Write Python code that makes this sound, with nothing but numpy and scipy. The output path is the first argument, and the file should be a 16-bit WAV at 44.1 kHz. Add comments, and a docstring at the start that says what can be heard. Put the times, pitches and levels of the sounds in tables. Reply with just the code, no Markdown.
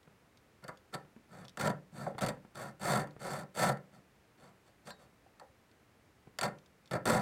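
"""A small workshop, one microphone close to a coping saw cutting a dowel in a wooden bench vice.
Over still air the blade ticks in the kerf, then short strokes build: the teeth snag and tear fibres,
the blade rasps, vice and bench boom, and the room answers. In the pauses the work knocks in the vice.
Near 2 s the blade binds and the wood squeaks. From about 4 s the strokes are faint; near 5 s the blade
slips free and rings. A softer squeak and a lull follow, then three hard, snagging strokes."""
import sys
import numpy as np
from scipy import signal
from scipy.fft import rfft, irfft, next_fast_len
from scipy.io import wavfile
from scipy.ndimage import uniform_filter1d, map_coordinates

SR = 44100
rng = np.random.default_rng(int(sys.argv[2]) if len(sys.argv) > 2 else 0)


def dump_mix(stems):
    """Bounce the given channels to the path in sys.argv[1] as a 16-bit WAV at rate SR."""
    frames = np.atleast_2d(stems).T  # one column per channel
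    limited = np.clip(frames, -1, 1)  # hard clip at full scale
    pcm = np.round(limited * 32767).astype(np.int16)
    wavfile.write(sys.argv[1], SR, pcm)


N = 317961

# Passes of the saw. Each row: start, rise and fall in seconds, swell up to the crest in dB, flatness of
# the crest (1 pointed, 4 a steady drag), then crest levels in dB of dowel force, rasp and bench shake.
SAW_STROKES = [ (0.622, .021, .015, 8, 1.5, -49.5, -68, -53.5),
               (0.680, 0.0099, .014, 2, 1.8, -42, -60, -49.5),
               (0.925, .018, .018, 14.5, 1.5, -37, -51, -43.5),
               (1.285, 0.091, .10, 12.5, 2.5, -54, -66, -53),
               (1.574, .078, .066, 17.5, 2.4, -31.5, -43, -34),
               (1.920, 0.099, .105, 9.5, 1.8, -48, -58, -44.5),
               (2.208, 0.027, .022, 10, 1.8, -30.5, -40, -30), (2.262, .003, .015, 2, 1.1, -31.5, -42, -34),
               (2.279, 0.0079, .022, 8, 1.3, -33.5, -42.5, -36.5),
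               (2.545, 0.054, .12, 6.5, 2.4, -45, -54, -49.5), (2.795, .10, 0.15, 13, 1.9, -32, -41, -35.5),
               (3.190, .10, 0.15, 13.5, 3.7, -41, -50, -46), (3.543, .085, .102, 22, 2.4, -30, -38, -35.5),
               (3.920, 0.031, 0.051, 4, 1.5, -61.5, -70.5, -60),
               (4.375, .08, 0.059, 5.5, 2.6, -60.5, -69.5, -62.5),
               (4.650, .025, 0.044, 7, 1.5, -66, -72.5, -67), (4.848, .04, .025, 10, 2.6, -50, -57, -54),
               (4.980, 0.034, .055, 9, 1.7, -62, -69, -67), (6.412, .022, .058, 7, 1.2, -31, -43, -37.5),
               (6.908, .048, 0.023, 6, 1.7, -34.5, -49.5, -35), (7.055, .04, .13, 1, 1.22, -27, -37, -30.5),
               ]
# A tooth snags and snaps free. Each row: start in seconds, level in dB, relative jolt to the wood in dB.
TOOTH_SNAGS = [(0.6404, -42.5, -15), (0.6804, -39, -5), (0.9400, -34.5, -2), (0.9454, -30, -5),
               (1.4450, -49, 1.5), (1.5724, -35, 3), (1.6124, -30.5, 0), (2.1816, -39, 7), (2.1883, -36, 1),
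               (2.2095, -32, 0), (2.2630, -27.5, -6), (2.5548, -39, 0), (2.92, -26.5, -4),
               (3.0723, -49, 9.5), (3.7717, -50, 9), (4.9047, -39.5, 0), (5.3972, -47, 6),
               (6.387, -23.5, -2.5), (6.4118, -23.5, -2.5), (6.4315, -25, 1.5), (6.9116, -33.5, 5.5),
               (7.0551, -23, 1)]
# Light ticks of the blade and its frame. Each row: start in seconds, level in dB.
BLADE_TICKS = [(0.0303, -62.5), (0.373, -57), (0.773, -55), (1.451, -48), (1.482, -46), (1.494, -48),
               (3.1082, -56.5), (5.714, -60), (6.5857, -54.5), (6.6605, -56), (6.858, -54), (6.8755, -56)]
# The work shifts in the vice. Each row: start in seconds, level in dB, pitch in Hz.
VICE_KNOCKS = [(0.075, -53, 151), (1.049, -53, 175), (1.163, -49.5, 229), (2.149, -37.5, 133),
               (2.371, -51, 186), (2.449, -47, 194), (3.164, -45.5, 133), (5.262, -52.5, 775),
               (6.272, -46.5, 133)]
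# The wood squeaks. Each row: start in seconds, level in dB, first pitch in Hz, final pitch in Hz.
WOOD_SQUEAKS = [(2.063, -32, 1148, 480), (5.408, -48.5, 1248, 459)]
# Resonances of the parts. Each row: centre in Hz, width in Hz, relative level in dB.
BLADE_MODES = [(2640, 880, 1.5), (3750, 570, 4), (3994, 236, 8), (4520, 600, 8.5), (6260, 480, 3),
               (7510, 830, 4.5), (8650, 930, 5), (10900, 2440, -3.5), (15100, 2200, -10)]  # the blade in the kerf
SINGING_MODES = [(4660, 70, 0)]  # its taut length, when rubbed
WOOD_MODES = [(368, 107, -10.5), (501.4, 44.4, -1.5), (599.6, 64, -1), (706, 43.4, -2), (779, 61, -2.5),
              (979, 51, -5), (1033, 74, -7.5), (1197, 49, -11), (1250, 76, -9.5), (1390, 111, -4.5),
              (1618, 57, -10.5), (1786, 60, -8), (1892, 51, -12.5), (2087, 192, -15.5)]  # dowel and vice jaws
BENCH_MODES = [(51.3, 17, -13.5), (75.6, 15, -24), (138.4, 26.2, 2.5), (203, 29, 1.5), (293, 47, -7)]  # the bench under them
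# Partials of the free blade. Each row: pitch in Hz, relative level in dB, seconds to fall 60 dB.
FREE_BLADE_PARTIALS = [(1014, 4, 0.07), (1600, -0.5, .12), (3800, -13, 0.41), (4160, 2.5, 0.11),
                       (4580, 0, 0.1), (5443, -11, 0.11), (7500, -1.5, 0.065)]
# The workshop's tail. Each row: frequency in Hz, seconds to fall 60 dB.
WORKSHOP_DECAY = [(120, 0.4), (260, 0.52), (700, 0.23), (1800, .23), (5000, 0.17), (12000, 0.17)]
# Still air in the workshop. Each row: frequency in Hz, relative spectral density in dB.
AIR_SPECTRUM = [(25, -12.5), (60, -2.5), (130, -3), (300, -7), (700, -11.5), (2000, -16), (3200, -23),
                (8000, -26.5), (15500, -30)]
# The microphone's colour. Each row: frequency in Hz, gain in dB.
MIC_RESPONSE = [(30, -7.5), (70, 1), (130, 1), (400, 2), (1000, 0.5), (2500, 2), (6000, -1), (15000, -3)]

DOWEL_DROP_DB, BLADE_DROP_DB, BENCH_DROP_DB = 12, 15.5, 7  # fall from the crest to the end of a stroke
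BLADE_SWELL, BENCH_SWELL = 0.81, 1.03  # their swell as a share of the dowel's
BENCH_LAG_SHARE = .35  # the hand pushes hardest as it slows: this far from the crest to the end
TOUCH_S = 0.0017  # the teeth meet and leave the wood
TOOTH_RATE = 1100  # teeth a second at full speed
GRAZE_DB, BITE_RANGE_DB = -59, 29  # force at which the teeth begin to bite; this much more is a full bite
SHORT_S, GLIDE_S = .14, 0.037  # a short stroke never gets up to speed; this much longer and it glides
JUDDER_DB, JUDDER_RATE = 3, 91  # a blade that bites without gliding stalls and jerks (jerks a second)


def strokes():
    """Forces on blade, wood and bench: long strokes glide evenly, short ones bite in clumps."""
    blade, wood, bench = np.zeros((3, N))
    for start, rise_s, fall_s, swell_db, flatness, force_db, rasp_db, shake_db in SAW_STROKES:
        length = rise_s + fall_s
        t = np.arange(0, length, 1 / SR)
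        bite = np.clip((force_db - GRAZE_DB) / BITE_RANGE_DB, 0, 1)
        glide = np.clip((length - SHORT_S) / GLIDE_S, 0, 1)
        clump_db = 1.1 + 1.77 * bite * (1 - .5 * glide)
        force = teeth(len(t), scatter=.3, spread_db=3.5, tear=1.14, clump_db=clump_db)
        speed = 0.55 * glide * (.5 + .5 * bite)
        judder = unit(amp(JUDDER_DB * bite * (1 - glide) * wobble(JUDDER_RATE, len(t))))
        rasp = judder * sharpen(force, speed, edge_hz=6600) / (1 + 0.44 * speed)
        push = hand_push(force, edge_hz=315)
        push_crest_s = rise_s + BENCH_LAG_SHARE * fall_s
        blade_arch = arch(t, rise_s, BLADE_SWELL * swell_db, BLADE_DROP_DB, flatness)
        wood_arch = arch(t, rise_s, swell_db, DOWEL_DROP_DB, flatness)
        bench_arch = arch(t, push_crest_s, BENCH_SWELL * swell_db, BENCH_DROP_DB, flatness)
        add(blade, start, amp(rasp_db) * rasp * blade_arch)
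        add(wood, start, amp(force_db) * force * wood_arch)
        add(bench, start, amp(shake_db) * push * bench_arch)
    return blade, wood, bench


def teeth(size, scatter, spread_db, tear, clump_db):
    """The force of one stroke, rms 1: each tooth strikes, then drags through tearing fibres."""
    speed = .4 + .6 * np.sin(np.pi * np.arange(size) / size)  # the hand is fastest in mid-stroke
    teeth_passed = np.cumsum(speed) * TOOTH_RATE / SR
    count = int(teeth_passed[-1]) + 1
    timing, strength = rng.standard_normal((count, 2)).T
    strike_at = np.interp(np.arange(count) + scatter * timing, teeth_passed, np.arange(size)).astype(int)
    strikes = np.bincount(strike_at, amp(spread_db * np.clip(strength, -2, 2)), size)
    drag = signal.lfilter([1], [1, -np.exp(-1 / (0.00079 * SR))], strikes)
    fibres = unit(drag * rng.standard_normal(size))
    grain = amp(clump_db * wobble(170.7, size))  # hard and soft spots in the wood
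    impacts = unit(strikes - uniform_filter1d(strikes, SR // 100))
    return unit(grain * (impacts + tear * fibres))


def arch(t, crest_s, swell_db, drop_db, flatness):
    """Gain over one stroke: up from first contact to a crest, then down until the teeth leave the wood."""
    rising = np.clip(1 - t / crest_s, 0, 1) ** flatness
    falling = np.clip((t - crest_s) / max(t[-1] - crest_s, TOUCH_S), 0, 1) ** flatness
    contact = np.clip(np.minimum(t, t[-1] - t) / TOUCH_S, 0, 1)
    return contact * amp(-swell_db * rising - drop_db * falling)


def sharpen(force, speed, edge_hz):
    """Faster teeth cut shorter chips: more treble for the same force."""
    treble = filtered(force, lambda f: 1 / (1 + (edge_hz / (f + 1)) ** 6))
    return force + speed * treble


def hand_push(force, edge_hz):
    """The heavy bench follows the mean push of the hand, not single bites: low, even force."""
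    low = filtered(force, lambda f: 1 / (1 + (f / edge_hz) ** 4))
    power = abs(uniform_filter1d(low ** 2, SR // 60))
    return low / np.sqrt(power + 0.048 * power.mean())


def snags():
    """A caught tooth lets go with a crack that also jolts the wood, mostly its higher modes."""
    blade, wood = np.zeros((2, N))
    for start, db, jolt_db in TOOTH_SNAGS:
        add(blade, start, amp(db - 4) * burst(t60=0.012))
        add(wood, start, amp(db + jolt_db + 6) * burst(t60=0.0098))
    return blade, filtered(wood, lambda f: 1j * f / (1j * f + 1100))


def singing(force):
    """The rubbed blade sings: a touch is too weak to start it, and a hard push damps it in the kerf."""
    load = np.sqrt(abs(uniform_filter1d(force ** 2, SR // 50)))
    freedom = load / (load + amp(-65)) / (1 + load / amp(-41.5))
    return resonate(freedom * force, SINGING_MODES)


def squeaks():
    """The blade binds: stick and slip in the wood, falling in pitch as the blade comes to rest."""
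    out, t = np.zeros(N), np.arange(SR // 12) / SR
    for start, db, first_hz, final_hz in WOOD_SQUEAKS:
        falling_hz = final_hz + (first_hz - final_hz) * np.exp(-t / 0.00784)
        hz = falling_hz * (1 + 0.14 * wobble(494, len(t)))
        phase = 2 * np.pi * np.cumsum(hz) / SR
        age = t / 0.0092  # 1 at the loudest moment
        envelope = age ** 2 * np.exp(2 * (1 - age))
        add(out, start, amp(db) * envelope * (np.sin(phase) + 0.18 * np.sin(2 * phase)))
    return out


def knocks():
    """The work shifts in the vice: a dull scuff and a few cycles of the struck part."""
    out, t = np.zeros(N), np.arange(SR // 10) / SR
    for start, db, hz in VICE_KNOCKS:
        tone = np.sin(2 * np.pi * hz * t) * amp(-60 * t / 0.038) * (1 - np.exp(-t / 0.0038))
        scuff = filtered(burst(t60=0.042), lambda f: 1 / (1 + 1j * f / 1300) ** 3)
        add(out, start, amp(db) * (0.57 * tone / abs(tone).max() + 0.98 * scuff / abs(scuff).max()))
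    return out


def twang(start, db):
    """The taut blade rings, unsteadily, as it leaves the kerf."""
    out, t = np.zeros(N), np.arange(SR // 2) / SR
    for hz, partial_db, t60 in FREE_BLADE_PARTIALS:
        phase = 2 * np.pi * hz * t + 0.47 * wobble(150, len(t))
        add(out, start, amp(db + partial_db - 60 * t / t60) * np.sin(phase))
    return out


def ticks(centre_hz, width_hz):
    """Tiny dry contacts of steel, each passed twice through one broad resonance."""
    out, contact = np.zeros(N), [(centre_hz, width_hz, 0)]
    for start, db in BLADE_TICKS:
        add(out, start, amp(db - 6.5) * resonate(resonate(burst(t60=0.019), contact), contact))
    return out


def near_echoes(x, echo_db, count=10):
    """Bench top, jaws and hands return the rasp to the microphone within 6 ms and comb it."""
    lags = (SR * rng.uniform(.0004, .006, count)).astype(int)
    echoes = np.bincount(lags, rng.choice([-1, 1], count)) / np.sqrt(count)
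    return x + amp(echo_db) * signal.fftconvolve(x, echoes)[:N]


def workshop(x, wet_db):
    """Direct sound, then 3 ms later the small room's tail, in which the bass lasts longest."""
    hz, t, noise = signal.stft(rng.standard_normal(SR // 2), SR, nperseg=256)
    decay = amp(-60 * t / along(WORKSHOP_DECAY, hz)[:, None])
    tail = signal.istft(noise * decay, SR, nperseg=256)[1]
    tail = np.pad(tail / np.linalg.norm(tail), (round(.003 * SR), 0))
    return x + amp(wet_db) * signal.fftconvolve(x, tail)[:N]


def air(db):
    """The workshop's still air: a steady, dull room tone behind everything."""
    return amp(db) * unit(filtered(rng.standard_normal(N), lambda f: amp(along(AIR_SPECTRUM, f))))


def resonate(x, modes):
    """x through a bank of resonances that keeps the power of white noise."""
    def response(f):
        bank = sum((-1) ** k * amp(db) * 1j * f * width / (hz * hz - f * f + 1j * f * width)
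                   for k, (hz, width, db) in enumerate(modes))
        return bank / np.sqrt(np.mean(abs(bank) ** 2))
    return filtered(x, response)


def filtered(x, response):
    """x shaped by a response, a function of frequency in Hz."""
    size = next_fast_len(len(x) + SR // 2)
    return irfft(rfft(x, size) * response(np.fft.rfftfreq(size, 1 / SR)), size)[:len(x)]


def burst(t60):
    """A short contact: noise that falls 60 dB in t60 seconds."""
    t = np.arange(SR // 10) / SR
    return rng.standard_normal(len(t)) * amp(-60 * t / t60)


def wobble(rate, size):
    """A smooth random curve, rate knots a second."""
    knots = rng.standard_normal(int(size * rate / SR) + 4)
    return map_coordinates(knots, [np.arange(size) * rate / SR])


def along(points, hz):
    """(Hz, value) points read on a log frequency axis."""
    point_hz, values = np.transpose(points)
    return np.interp(np.log(hz + 1), np.log(point_hz), values)


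def add(track, start, x):
    """Mix x into the track from start, in seconds."""
    part = track[max(round(start * SR), 0):][:len(x)]
    part += x[:len(part)]


def amp(db):
    """Decibels to gain."""
    return 10 ** (np.asarray(db) / 20)


def unit(x):
    """Scale to rms 1."""
    return x / np.sqrt(np.mean(x ** 2) + 1e-20)


def scene():
    """The blade reaches the microphone mostly direct; vice and bench radiate into the whole room."""
    cut_blade, cut_wood, cut_bench = strokes()
    snag_blade, snag_wood = snags()
    blade_force = cut_blade + snag_blade
    rasp = amp(-1.5) * resonate(blade_force, BLADE_MODES)
    steel = near_echoes(rasp + ticks(centre_hz=3980, width_hz=3700), echo_db=-7)
    steel += amp(-2.5) * singing(blade_force) + twang(start=4.906, db=-51.5)
    wood = amp(-3) * resonate(cut_wood + snag_wood, WOOD_MODES)
    wood = filtered(wood, lambda f: 1 / np.sqrt(1 + (f / 3400) ** 4))  # wood passes little treble
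    boom = resonate(amp(-20) * cut_bench + amp(-2.5) * snag_wood, BENCH_MODES)
    return (workshop(steel, wet_db=-14.5)
            + workshop(wood + squeaks(), wet_db=-6.5)
            + workshop(boom + knocks(), wet_db=-10)
            + air(db=-67.5))


def record(dry):
    """One microphone by the bench: a mild colour, thin in the deepest bass, nothing above 15.9 kHz."""
    return filtered(dry, lambda f: amp(along(MIC_RESPONSE, f)) * (f < 15900))[None]


dry = scene()
out = record(dry)
dump_mix(out)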